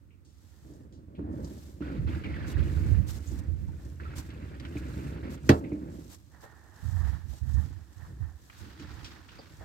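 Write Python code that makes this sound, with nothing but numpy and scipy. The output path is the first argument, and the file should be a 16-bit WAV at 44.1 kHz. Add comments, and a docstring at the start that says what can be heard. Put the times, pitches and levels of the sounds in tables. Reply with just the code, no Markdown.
"""From 0.6 s a heavy sliding door is dragged open, then shut: rollers shake the panel, crack grit on the
metal track and squeal once (2.2 s). Clothes rustle and gusts buffet the microphone along the way.
At 5.5 s the door bangs into its frame; frame and glass ring. From 6.3 s the person holding the phone
steps out on to concrete, into hissing wind; from 7 s socks scuff the slab. Faint outdoor air under all."""
import sys
import numpy as np
from scipy import signal
from scipy.fft import rfft, irfft, next_fast_len
from scipy.io import wavfile
from scipy.ndimage import uniform_filter1d

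SR = 44100
rng = np.random.default_rng(int(sys.argv[2]) if len(sys.argv) > 2 else 0)


def master_out(mix):
    """Clip the mix to full scale and print it as 16-bit PCM to the path in sys.argv[1]."""
    frames = np.transpose(np.atleast_2d(mix))
    ceiling = np.clip(frames, -1, 1)
    pcm = np.round(ceiling * 32767).astype(np.int16)
    wavfile.write(sys.argv[1], SR, pcm)


N = 425124
TIME = np.arange(N) / SR

# pushes on the door: t/s, length/s, panel rumble/dB, bass sway/dB, grit/dB
SHOVES = [(.62, 1, -55, -54, -85), (1.175, 0.27, -40.5, -40.5, -74), (1.46, 0.45, -55.5, -50.5, -77),
          (1.805, .16, -39.5, -40, -53), (1.97, 0.085, -48, -33, -71), (2.063, 0.099, -39.5, -34, -48.5),
          (2.233, .36, -42.5, -37.5, -49.5), (2.58, 0.36, -42, -32.5, -53),
          (3.02, 0.44, -50.5, -43.5, -63.5), (3.3, 0.62, -54, -42, -69), (3.993, 0.21, -49, -39.5, -54.5),
          (4.28, 0.27, -48.5, -42.5, -57), (4.595, 0.16, -46.5, -42, -56), (4.75, 0.19, -45.5, -39, -54),
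          (4.96, 0.2, -42, -38.5, -53.5), (5.225, 0.077, -40, -39, -51.5), (5.42, 0.044, -46.5, -38, -69.5),
          (5.6, 0.19, -40.5, -49.5, -65), (5.81, 0.17, -45, -45, -67.5)]
# panel rumble spectrum: f/Hz, level/dB
BODY_SPECTRUM = [(90, -20.5), (150, -3), (200, -2), (245, -1), (280, 0), (325, 2), (375, -8), (440, -11),
                 (490, -13), (570, -13.5), (700, -25), (1000, -28), (1600, -37.5), (4000, -64)]
# panel sway spectrum: f/Hz, level/dB
BASS_SPECTRUM = [(25, -31.5), (45, -19.5), (66, 8.5), (85, 1.5), (110, -2), (145, -3.5), (200, -15),
                 (400, -72)]
# cracking sand spectrum: f/Hz, level/dB
GRIT_SPECTRUM = [(400, -2), (850, -1), (1100, -1), (1420, 2.5), (1650, 4), (2150, 0.5), (2700, -1.5),
                 (3200, -8.5), (4500, -7.5), (6000, -21), (9000, -48), (15000, -51)]
# metal track resonances: f/Hz, width/Hz, level/dB
TRACK_MODES = [(1420, 100, 0), (2014, 720, 5), (2630, 57, -3.5), (3560, 54.4, -10.5), (4350, 41, -27.5),
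               (4780, 260, -24)]
# binding roller: t/s, f/Hz, level/dB
SQUEAL_PATH = [(2.231, 2280, -70), (2.271, 2150, -45), (2.301, 2100, -50), (2.329, 1990, -48),
               (2.39, 1765, -57), (2.46, 1750, -60)]
# modes of the door in its frame: f/Hz, level/dB, t60/s
DOOR_MODES = [(79.3, -6, 0.25), (130, -0.5, 0.11), (206, -1, 0.18), (278.4, 0, 0.27), (334.6, 3.5, 0.12),
              (455, -6, 0.14), (601, -15.5, 0.17), (720, -26, .2), (1068, -26.5, 0.15), (1292, -21.5, 0.14),
              (1295, -22.5, 0.094), (1720, -30.5, .12), (1770, -21, .12), (1880, -39, .12),
              (2260, -20, .09), (2680, -16, 0.13)]
# door hits the jamb and settles: t/s, level/dB, contact/s
SLAM_HITS = [(5.491, -12, 0.00023), (5.499, -15, 0.0014), (5.5111, -20, 0.0014), (5.522, -28.5, 0.00064)]
# frame and glass rattle: f/Hz, level/dB, band edge ratio, t60/s
SLAM_RATTLE = [(100, -28, 1.6, 0.47), (307, -19, 1.42, 0.28), (617, -19.5, 1.3, 0.17),
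               (1100, -28, 1.4, 0.2), (1805, -20, 1.08, 0.079), (1920, -8, 1.21, 0.024),
               (3700, -23.5, 1.3, 0.097), (6050, -25, 1.14, 0.05), (10200, -31, 1.4, 0.069)]
# dull panel knocks and footfalls: t/s, level/dB
BUMPS = [(0.702, -48.5), (1.195, -33), (1.807, -35), (3.319, -41), (4.755, -34), (5.657, -36),
         (5.72, -29.5), (8.798, -44)]
# latch, track and loose grit: t/s, level/dB, f/Hz, band edge ratio, t60/s
TICKS = [(0.105, -66.5, 2500, 1.15, .25), (0.248, -65.5, 5100, 1.6, 0.67), (.923, -64, 4600, 1.53, 0.33),
         (1.15, -62.5, 2560, 1.34, 0.28), (1.444, -49, 5300, 1.32, 0.083), (1.806, -64, 2660, 1.1, 0.24),
         (1.819, -48, 1420, 1.06, 0.48), (2.237, -40.5, 2350, 1.21, .15), (2.885, -53, 2200, 1.9, .09),
         (3.273, -50, 6800, 1.1, 0.15), (3.685, -52.5, 870, 1.1, 0.066), (3.999, -46.5, 1530, 1.24, 0.078),
         (4.051, -45.5, 1310, 0.86, 0.13), (4.302, -48.5, 2320, 1.53, 0.08),
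         (4.598, -41.5, 2920, 1.7, 0.042), (4.65, -41, 1900, 1.7, 0.053), (4.768, -40.5, 2340, 1.08, 0.041),
         (5.639, -50, 2180, 1.2, 0.17), (5.717, -53, 2230, 1.1, 0.11), (8.048, -51.5, 1200, 1.2, 0.05),
         (8.498, -40, 1780, 1.48, .03), (8.796, -51, 2760, 2.1, 0.19), (9.044, -40.5, 3670, 1.45, 0.15),
         (9.287, -52, 2800, 1.23, 0.14), (9.387, -50, 4660, 0.94, 0.12)]
# gusts on the microphone: t/s, length/s, buffeting/dB, hiss/dB
GUSTS = [(.48, 0.33, -58, -74.5), (1.17, 0.35, -61, -70), (1.99, 0.11, -28.5, -70), (2.2, 0.89, -35, -76),
         (2.55, .06, -19.5, -68), (2.74, 0.19, -26, -79), (2.89, 0.12, -19, -64), (3.08, 0.089, -34, -65),
         (3.27, 0.14, -33, -65.5), (3.47, 0.054, -25.5, -84.5), (3.58, 0.11, -29.5, -72),
         (3.74, 0.25, -51, -70), (6.3, 0.053, -73, -65), (6.4, 0.57, -71, -62), (6.82, 0.25, -27.5, -61),
         (6.93, 0.21, -27, -54.5), (7.23, 0.083, -33, -68), (7.41, 0.11, -26.5, -61),
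         (7.53, 0.062, -20, -55.5), (7.63, 0.16, -39, -66), (7.96, 0.096, -41, -61.5),
         (8.195, 0.013, -24, -57), (8.33, 0.02, -46, -86), (8.58, 0.056, -41.5, -65),
         (8.82, 0.22, -43.5, -59.5), (9.11, 0.075, -54.5, -55), (9.58, 0.04, -46, -55)]
# buffeting spectrum: f/Hz, level/dB
EDDY_SPECTRUM = [(25, -41.5), (45, -13), (65, 2.5), (85, 5), (115, -6.5), (160, -15.5), (250, -26.5),
                 (400, -45), (900, -65.5)]
# air stream spectrum: f/Hz, level/dB
HISS_SPECTRUM = [(250, -1.5), (550, -5), (850, -1), (1250, -4.5), (1550, -2.5), (1820, 5.5), (2050, -8.5),
                 (2400, -17.5), (4000, -20), (9000, -46)]
# steps in socks: t/s, length/s, rumble/dB, bass/dB, scuff/dB
STEPS = [(7.04, 0.084, -61, -52, -63.5), (7.29, 0.065, -64, -59, -85), (7.63, 0.061, -58, -49, -66),
         (8.06, 0.07, -57.5, -42, -75), (8.51, 0.051, -80, -71, -61), (8.6, 0.26, -55.5, -54, -60),
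         (8.785, 0.32, -57.5, -54.5, -58.5), (9.04, 0.048, -60.5, -72, -57), (9.28, 0.14, -58.5, -61, -59),
         (9.53, .11, -62.5, -52, -70)]
# sock on concrete spectrum: f/Hz, level/dB
SCUFF_SPECTRUM = [(600, -7), (1500, 3.5), (2800, -1.5), (4800, -2), (6500, -9.5), (9000, -22), (15000, -22)]
# heel pats: t/s, level/dB
HEEL_PATS = [(6.43, -45), (7.33, -52), (9.389, -47.5), (9.608, -46)]
# denim rubs: t/s, length/s, level/dB
RUSTLES = [(0.213, 0.73, -67), (1.333, 0.47, -59.5), (2.054, 0.17, -63), (2.45, 0.09, -50),
           (2.522, 0.54, -58), (3.056, 0.071, -45.5), (3.112, 0.08, -50), (3.162, 0.26, -57),
           (3.366, 0.041, -57), (3.723, 0.25, -65), (4.143, 0.07, -45), (4.188, 0.11, -60),
           (4.587, 0.41, -64.5), (4.755, 0.047, -60), (4.84, 0.36, -59.5), (5.281, 0.086, -53.5),
           (5.405, 0.22, -54.5), (5.848, 0.31, -61.5), (6.077, 0.091, -52.5), (6.124, 0.1, -70),
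           (6.397, .07, -57.5), (6.66, 0.6, -58), (7.252, 0.18, -57), (7.38, 0.37, -60.5),
           (7.856, 0.3, -65.5), (8.295, 0.53, -63), (8.568, 0.051, -58), (8.8, .45, -65.5), (9.42, .3, -64)]
# denim spectrum: f/Hz, level/dB
CLOTH_SPECTRUM = [(500, -2.5), (1500, -5), (1850, -2.5), (2400, -6), (3600, -2), (5000, -2), (7800, -2),
                  (8800, -8.5), (9600, -5), (12000, -3.5), (15500, -14.5)]
# outdoor air spectrum: f/Hz, level/dB
OUTDOOR_SPECTRUM = [(200, 15.5), (600, 2), (1100, 5), (1800, 6), (3000, 0), (6000, -2.5),
                    (9500, -3.5), (15500, -6)]
# left microphone port response: f/Hz, gain/dB
LEFT_PORT = [(60, 0.5), (350, -2), (600, -1), (900, 2.5), (1400, 0), (1800, -4), (2600, -2.5), (7500, -1.5),
             (8600, 3), (9800, -8.5), (14000, 1)]
# right microphone port response: f/Hz, gain/dB
RIGHT_PORT = [(60, 2.5), (350, 0), (600, 2.5), (900, 3), (1400, 3), (1800, 0.5), (2600, -1), (7500, -2.5),
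              (8600, -6), (9800, -6), (14000, -1.5)]


def rumble(door_body, door_bass, step_body, step_bass, hand_body_db=-66.5, hand_bass_db=-62):
    """Jolting rollers shake the panel; its sway is the bass. Steps and hand shake the phone."""
    jolts = ports(grains(per_s=260, spread_db=1, ring_s=0.016), diffuse=0.079)
    body = even(colour(jolts, BODY_SPECTRUM), span_s=0.19)
    sway = ports(rng.standard_normal((3, N)), diffuse=0.045)
    bass = even(colour(sway, BASS_SPECTRUM), span_s=0.12)
    return (undb(1.5) * body * power_sum(door_body, step_body, undb(hand_body_db))
            + bass * power_sum(door_bass, step_bass, undb(hand_bass_db)))


def grit(force):
    """Sand cracks under the rollers and rings the metal track."""
    cracks = ports(grains(per_s=650, spread_db=0.5, ring_s=0.01), diffuse=0.6)
    ring = unit(sum(undb(db) * resonate(cracks, hz, width_hz) for hz, width_hz, db in TRACK_MODES))
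    crunch = even(unit(colour(cracks, GRIT_SPECTRUM)) + undb(-10) * ring, span_s=0.19)
    return (undb(-1) * crunch + undb(-7.5) * chips()) * force


def chips(per_s=130, low_hz=1486, high_hz=4040, ring_s=0.0014, crumble_s=0.007, spread_db=1.65):
    """Larger grains snap at random, each crumbling into its own resonance; high ones are weaker."""
    out, t = np.zeros((2, N)), TIME[:SR // 16]
    for when, pitch, size, side in rng.random((int(per_s * N / SR), 4)):
        hz = low_hz * (high_hz / low_hz) ** pitch
        ring = np.sin(2 * np.pi * hz * t) * np.exp(-t / ring_s) / hz
        crumble = rng.standard_normal(len(t)) * np.exp(-t / crumble_s)
        gain = undb(-spread_db * np.log(size + 0.012))
        pan = np.sqrt([[side], [1 - side]])
        add(out, when * N / SR, gain * pan * signal.fftconvolve(crumble, ring))
    return unit(out)


def squeal():
    """A tight roller sticks and slips: a rough tone, falling as it frees itself."""
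    path = np.array(SQUEAL_PATH)
    hz = np.interp(TIME, path[:, 0], path[:, 1]) * (1 + 0.06 * wander(per_s=500))
    tone = unit(np.sin(2 * np.pi * np.cumsum(hz) / SR) * undb(5.6 * wander(per_s=150)))
    return ports(np.array([tone] * 3) * curve(path[:, [0, 2]]), diffuse=0)


def door_ring(contact_s):
    """Door modes after one blow; a longer contact weakens the high ones."""
    t = TIME[:SR // 2]
    out = np.zeros(len(t))
    for k, (hz, db, t60_s) in enumerate(DOOR_MODES):
        rolloff = 1 / np.sqrt(1 + (2 * hz * contact_s) ** 4)
        out += (-1) ** k * undb(db) * rolloff * np.sin(2 * np.pi * hz * t) * decay(t, t60_s)
    return out


def slam(rattle_start_s=5.4912):
    """The door hits the jamb and settles; frame and glass rattle."""
    out = np.zeros((2, N))
    for s, db, contact_s in SLAM_HITS:
        add(out, s, undb(db) * door_ring(contact_s))
    for hz, db, ratio, t60_s in SLAM_RATTLE:
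        add(out, rattle_start_s, undb(db) * burst(hz, ratio, t60_s, diffuse=hz / 4000))
    return out


def bumps(pane_hz=301.6, pane_t60_s=0.31):
    """Soft knocks ring the door and the lowest mode of its glass pane."""
    out, t = np.zeros((2, N)), TIME[:SR // 2]
    pane = np.sin(2 * np.pi * pane_hz * t) * decay(t, pane_t60_s)
    knock = 0.77 * door_ring(contact_s=0.0013) + 1.04 * pane
    for s, db in BUMPS:
        add(out, s, undb(db) * knock)
    return out


def ticks():
    """Small hard contacts, each with its own short ring."""
    out = np.zeros((2, N))
    for s, db, hz, ratio, t60_s in TICKS:
        add(out, s, undb(db) * burst(hz, ratio, t60_s, diffuse=0.44))
    return out


def wind(breeze_db=-54, open_air_s=6.28, open_air_db=-71, wander_db=2.1):
    """Eddies thump on the right port and barely reach the left; the air stream hisses on both."""
    eddies = np.zeros((2, N))
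    for side, db in enumerate([-27.5, -0.5]):
        turbulence = colour(rng.standard_normal((1, N)), EDDY_SPECTRUM)
        eddies[side] = undb(db) * even(turbulence, span_s=0.068)[0]
    flutter = ports(grains(per_s=710, spread_db=2.5, ring_s=0.011), diffuse=0.39, lag_samples=0)
    hiss = unit(colour(flutter, HISS_SPECTRUM)) * undb([[-1], [2]])
    hiss *= undb(wander_db * wander(per_s=12))
    gust_buffet = strokes(GUSTS, column=2, attack_s=0.013, release_s=0.042)
    gust_hiss = strokes(GUSTS, column=3, attack_s=0.052, release_s=0.06)
    return (eddies * power_sum(gust_buffet, undb(breeze_db))
            + hiss * power_sum(gust_hiss, undb(open_air_db) * fade_in(open_air_s)))


def socks(drag):
    """Cloth catches and slips on the rough slab, flicking loose grains."""
    catches = ports(grains(per_s=680, spread_db=3.5, ring_s=0.012), diffuse=0.89, lag_samples=0)
    scuff = even(colour(catches, SCUFF_SPECTRUM), span_s=0.082)
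    return (undb(2.5) * scuff + undb(-7) * chips()) * drag


def heels():
    """A heel pats the slab: a short, dull burst."""
    out = np.zeros((2, N))
    for s, db in HEEL_PATS:
        add(out, s, undb(db) * burst(hz=546, ratio=1.4, t60_s=0.12, diffuse=0.49))
    return out


def clothes(settle_s=0.0062, walk_start_s=1.29, walk_db=-68):
    """Sliding fibres hiss, coarse threads snag and click; both swell with each movement."""
    fibres = ports(grains(per_s=2800, spread_db=-1.4, ring_s=0.0037), diffuse=0.97, lag_samples=0)
    snags = ports(grains(per_s=45, spread_db=2.5, ring_s=0.0065), diffuse=0.8, lag_samples=0)
    hiss = unit(colour(fibres, CLOTH_SPECTRUM))
    clicks = unit(band(snags, hz=6130, ratio=1.36))
    rub = np.zeros(N)
    for s, length_s, db in RUSTLES:
        add(rub, s, undb(db) * signal.windows.tukey(int(length_s * SR), 0.7))
    pole = np.exp(-1 / (settle_s * SR))
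    rub = signal.lfilter([1 - pole], [1, -pole], rub)
    return (hiss + undb(-9.5) * clicks) * power_sum(rub, undb(walk_db) * fade_in(walk_start_s))


def outdoor_air(level_db=-73):
    """Faint steady noise under everything."""
    return undb(level_db) * unit(colour(rng.standard_normal((2, N)), OUTDOOR_SPECTRUM))


def ground_bounce(x, delay_s=0.009, gain=0.23):
    """Direct sound plus its reflection off the slab."""
    return x + gain * np.array([np.interp(TIME - delay_s, TIME, side, left=0) for side in x])


def ports(three, diffuse, lag_samples=19):
    """Stereo from one direct and two reflected signals; door sound reaches the right port later."""
    diffuse = np.clip(diffuse, 0, 1)
    delayed = np.pad(three[0], (lag_samples, 0))[:three.shape[1]]
    return np.sqrt(1 - diffuse) * np.array([three[0], delayed]) + np.sqrt(diffuse) * three[1:]


def grains(per_s, spread_db, ring_s):
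    """Random tiny impacts of uneven size; three noises under one envelope."""
    sizes = undb(spread_db * np.minimum(rng.exponential(size=N), 4))
    hits = sizes * (rng.random(N) < per_s / SR)
    energy = signal.lfilter([1], [1, -np.exp(-2 / (ring_s * SR))], hits ** 2)
    return np.sqrt(energy) * rng.standard_normal((3, N))


def burst(hz, ratio, t60_s, diffuse, attack_s=0.00076):
    """Dense resonances dying together, as a decaying noise band."""
    t = TIME[:SR // 2]
    noise = unit(band(rng.standard_normal((3, len(t))), hz, ratio))
    return ports(noise * decay(t, t60_s) * (1 - np.exp(-t / attack_s)), diffuse)


def strokes(rows, column, attack_s, release_s, slope_db_per_s=0):
    """Gain from (t/s, length/s, level/dB, ...) rows: each rises, holds or slopes, dies away."""
    power = np.zeros(N)
    for row in rows:
        start_s, length_s = row[:2]
        t = TIME[:int((length_s + 8 * release_s) * SR)]
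        shape = np.minimum(t / attack_s, 1) * np.exp(-np.maximum(t - length_s, 0) / release_s)
        add(power, start_s, (shape * undb(row[column] + slope_db_per_s * t)) ** 2)
    return np.sqrt(power)


def curve(rows, fade_s=0.011):
    """Gain through (t/s, level/dB) rows, closing outside them."""
    s, db = np.transpose(rows)
    outside_s = np.maximum(s[0] - TIME, 0) + np.maximum(TIME - s[-1], 0)
    return undb(np.interp(TIME, s, db)) * np.exp(-np.minimum(outside_s / fade_s, 40))


def fade_in(start_s, rise_s=0.047):
    """Gain that opens and stays open."""
    return np.clip((TIME - start_s) / rise_s, 0, 1)


def decay(t, t60_s):
    """Gain falling 60 dB in t60_s."""
    return np.exp(-np.log(1000) * t / t60_s)


def wander(per_s):
    """Smooth random drift, rms 1."""
    hold = max(int(SR / per_s), 2)
    held = np.repeat(rng.standard_normal(N // hold + 2), hold)
    return unit(uniform_filter1d(held, hold)[:N])


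def even(x, span_s):
    """Hold noise near constant power over span_s."""
    power = uniform_filter1d(np.mean(x ** 2, axis=0), max(int(span_s * SR), 2))
    return x / np.sqrt(np.maximum(power, 0) + 0.1 * np.mean(x ** 2))


def colour(x, spectrum):
    """Filter by (f/Hz, level/dB) points."""
    hz, db = np.transpose(spectrum)
    size = next_fast_len(N + 8192)
    bins_hz = np.maximum(np.arange(size // 2 + 1) * SR / size, 1)
    gain = undb(np.interp(np.log(bins_hz), np.log(hz), db))
    return irfft(rfft(x, size) * gain, size)[..., :N]


def band(x, hz, ratio):
    """Band-pass, hz / ratio to hz * ratio; ratio at least 1.05."""
    ratio = max(ratio, 1.05)
    edges_hz = [hz / ratio, min(hz * ratio, 0.48 * SR)]
    return signal.sosfilt(signal.butter(2, edges_hz, "band", fs=SR, output="sos"), x)


def resonate(x, hz, width_hz):
    """One resonance, peak gain 1."""
    return signal.lfilter(*signal.iirpeak(hz, hz / width_hz, fs=SR), x)


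def add(out, s, sound):
    """Mix a sound in at time s."""
    i = max(int(s * SR), 0)
    out[..., i:i + sound.shape[-1]] += sound[..., :N - i]


def power_sum(*gains):
    """Unrelated gains add in power."""
    return np.sqrt(sum(gain ** 2 for gain in gains))


def undb(db):
    """dB to gain."""
    return 10 ** (np.asarray(db) / 20)


def unit(x):
    """Scale to rms 1."""
    return x / np.sqrt(np.mean(x ** 2) + 1e-20)


def scene():
    """Door, wind, walker and outdoor air, in stereo."""
    # each shove takes hold at once, keeps a nearly even force and coasts out
    door_body, door_bass, crush = (
        strokes(SHOVES, column, attack_s=0.011, release_s=0.086, slope_db_per_s=1.5)
        for column in (2, 3, 4))
    step_body, step_bass, drag = (
        strokes(STEPS, column, attack_s=0.0072, release_s=0.14) for column in (2, 3, 4))
    shaking = rumble(door_body, door_bass, step_body, step_bass) + slam() + bumps()
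    contacts = ground_bounce(grit(crush) + squeal() + ticks() + heels())
    return shaking + contacts + wind() + clothes() + socks(drag) + outdoor_air()


def record(dry, low_cut_hz=40, high_cut_hz=15800):
    """The ports colour the sound; the phone rounds peaks and cuts the deepest bass and the top."""
    coloured = np.array([colour(dry[0], LEFT_PORT), colour(dry[1], RIGHT_PORT)])
    high_pass = signal.butter(3, low_cut_hz, "high", fs=SR, output="sos")
    low_pass = signal.ellip(8, 0.2, 70, high_cut_hz, fs=SR, output="sos")
    return signal.sosfilt(low_pass, signal.sosfilt(high_pass, np.tanh(coloured)))


dry = scene()
out = record(dry)
master_out(out)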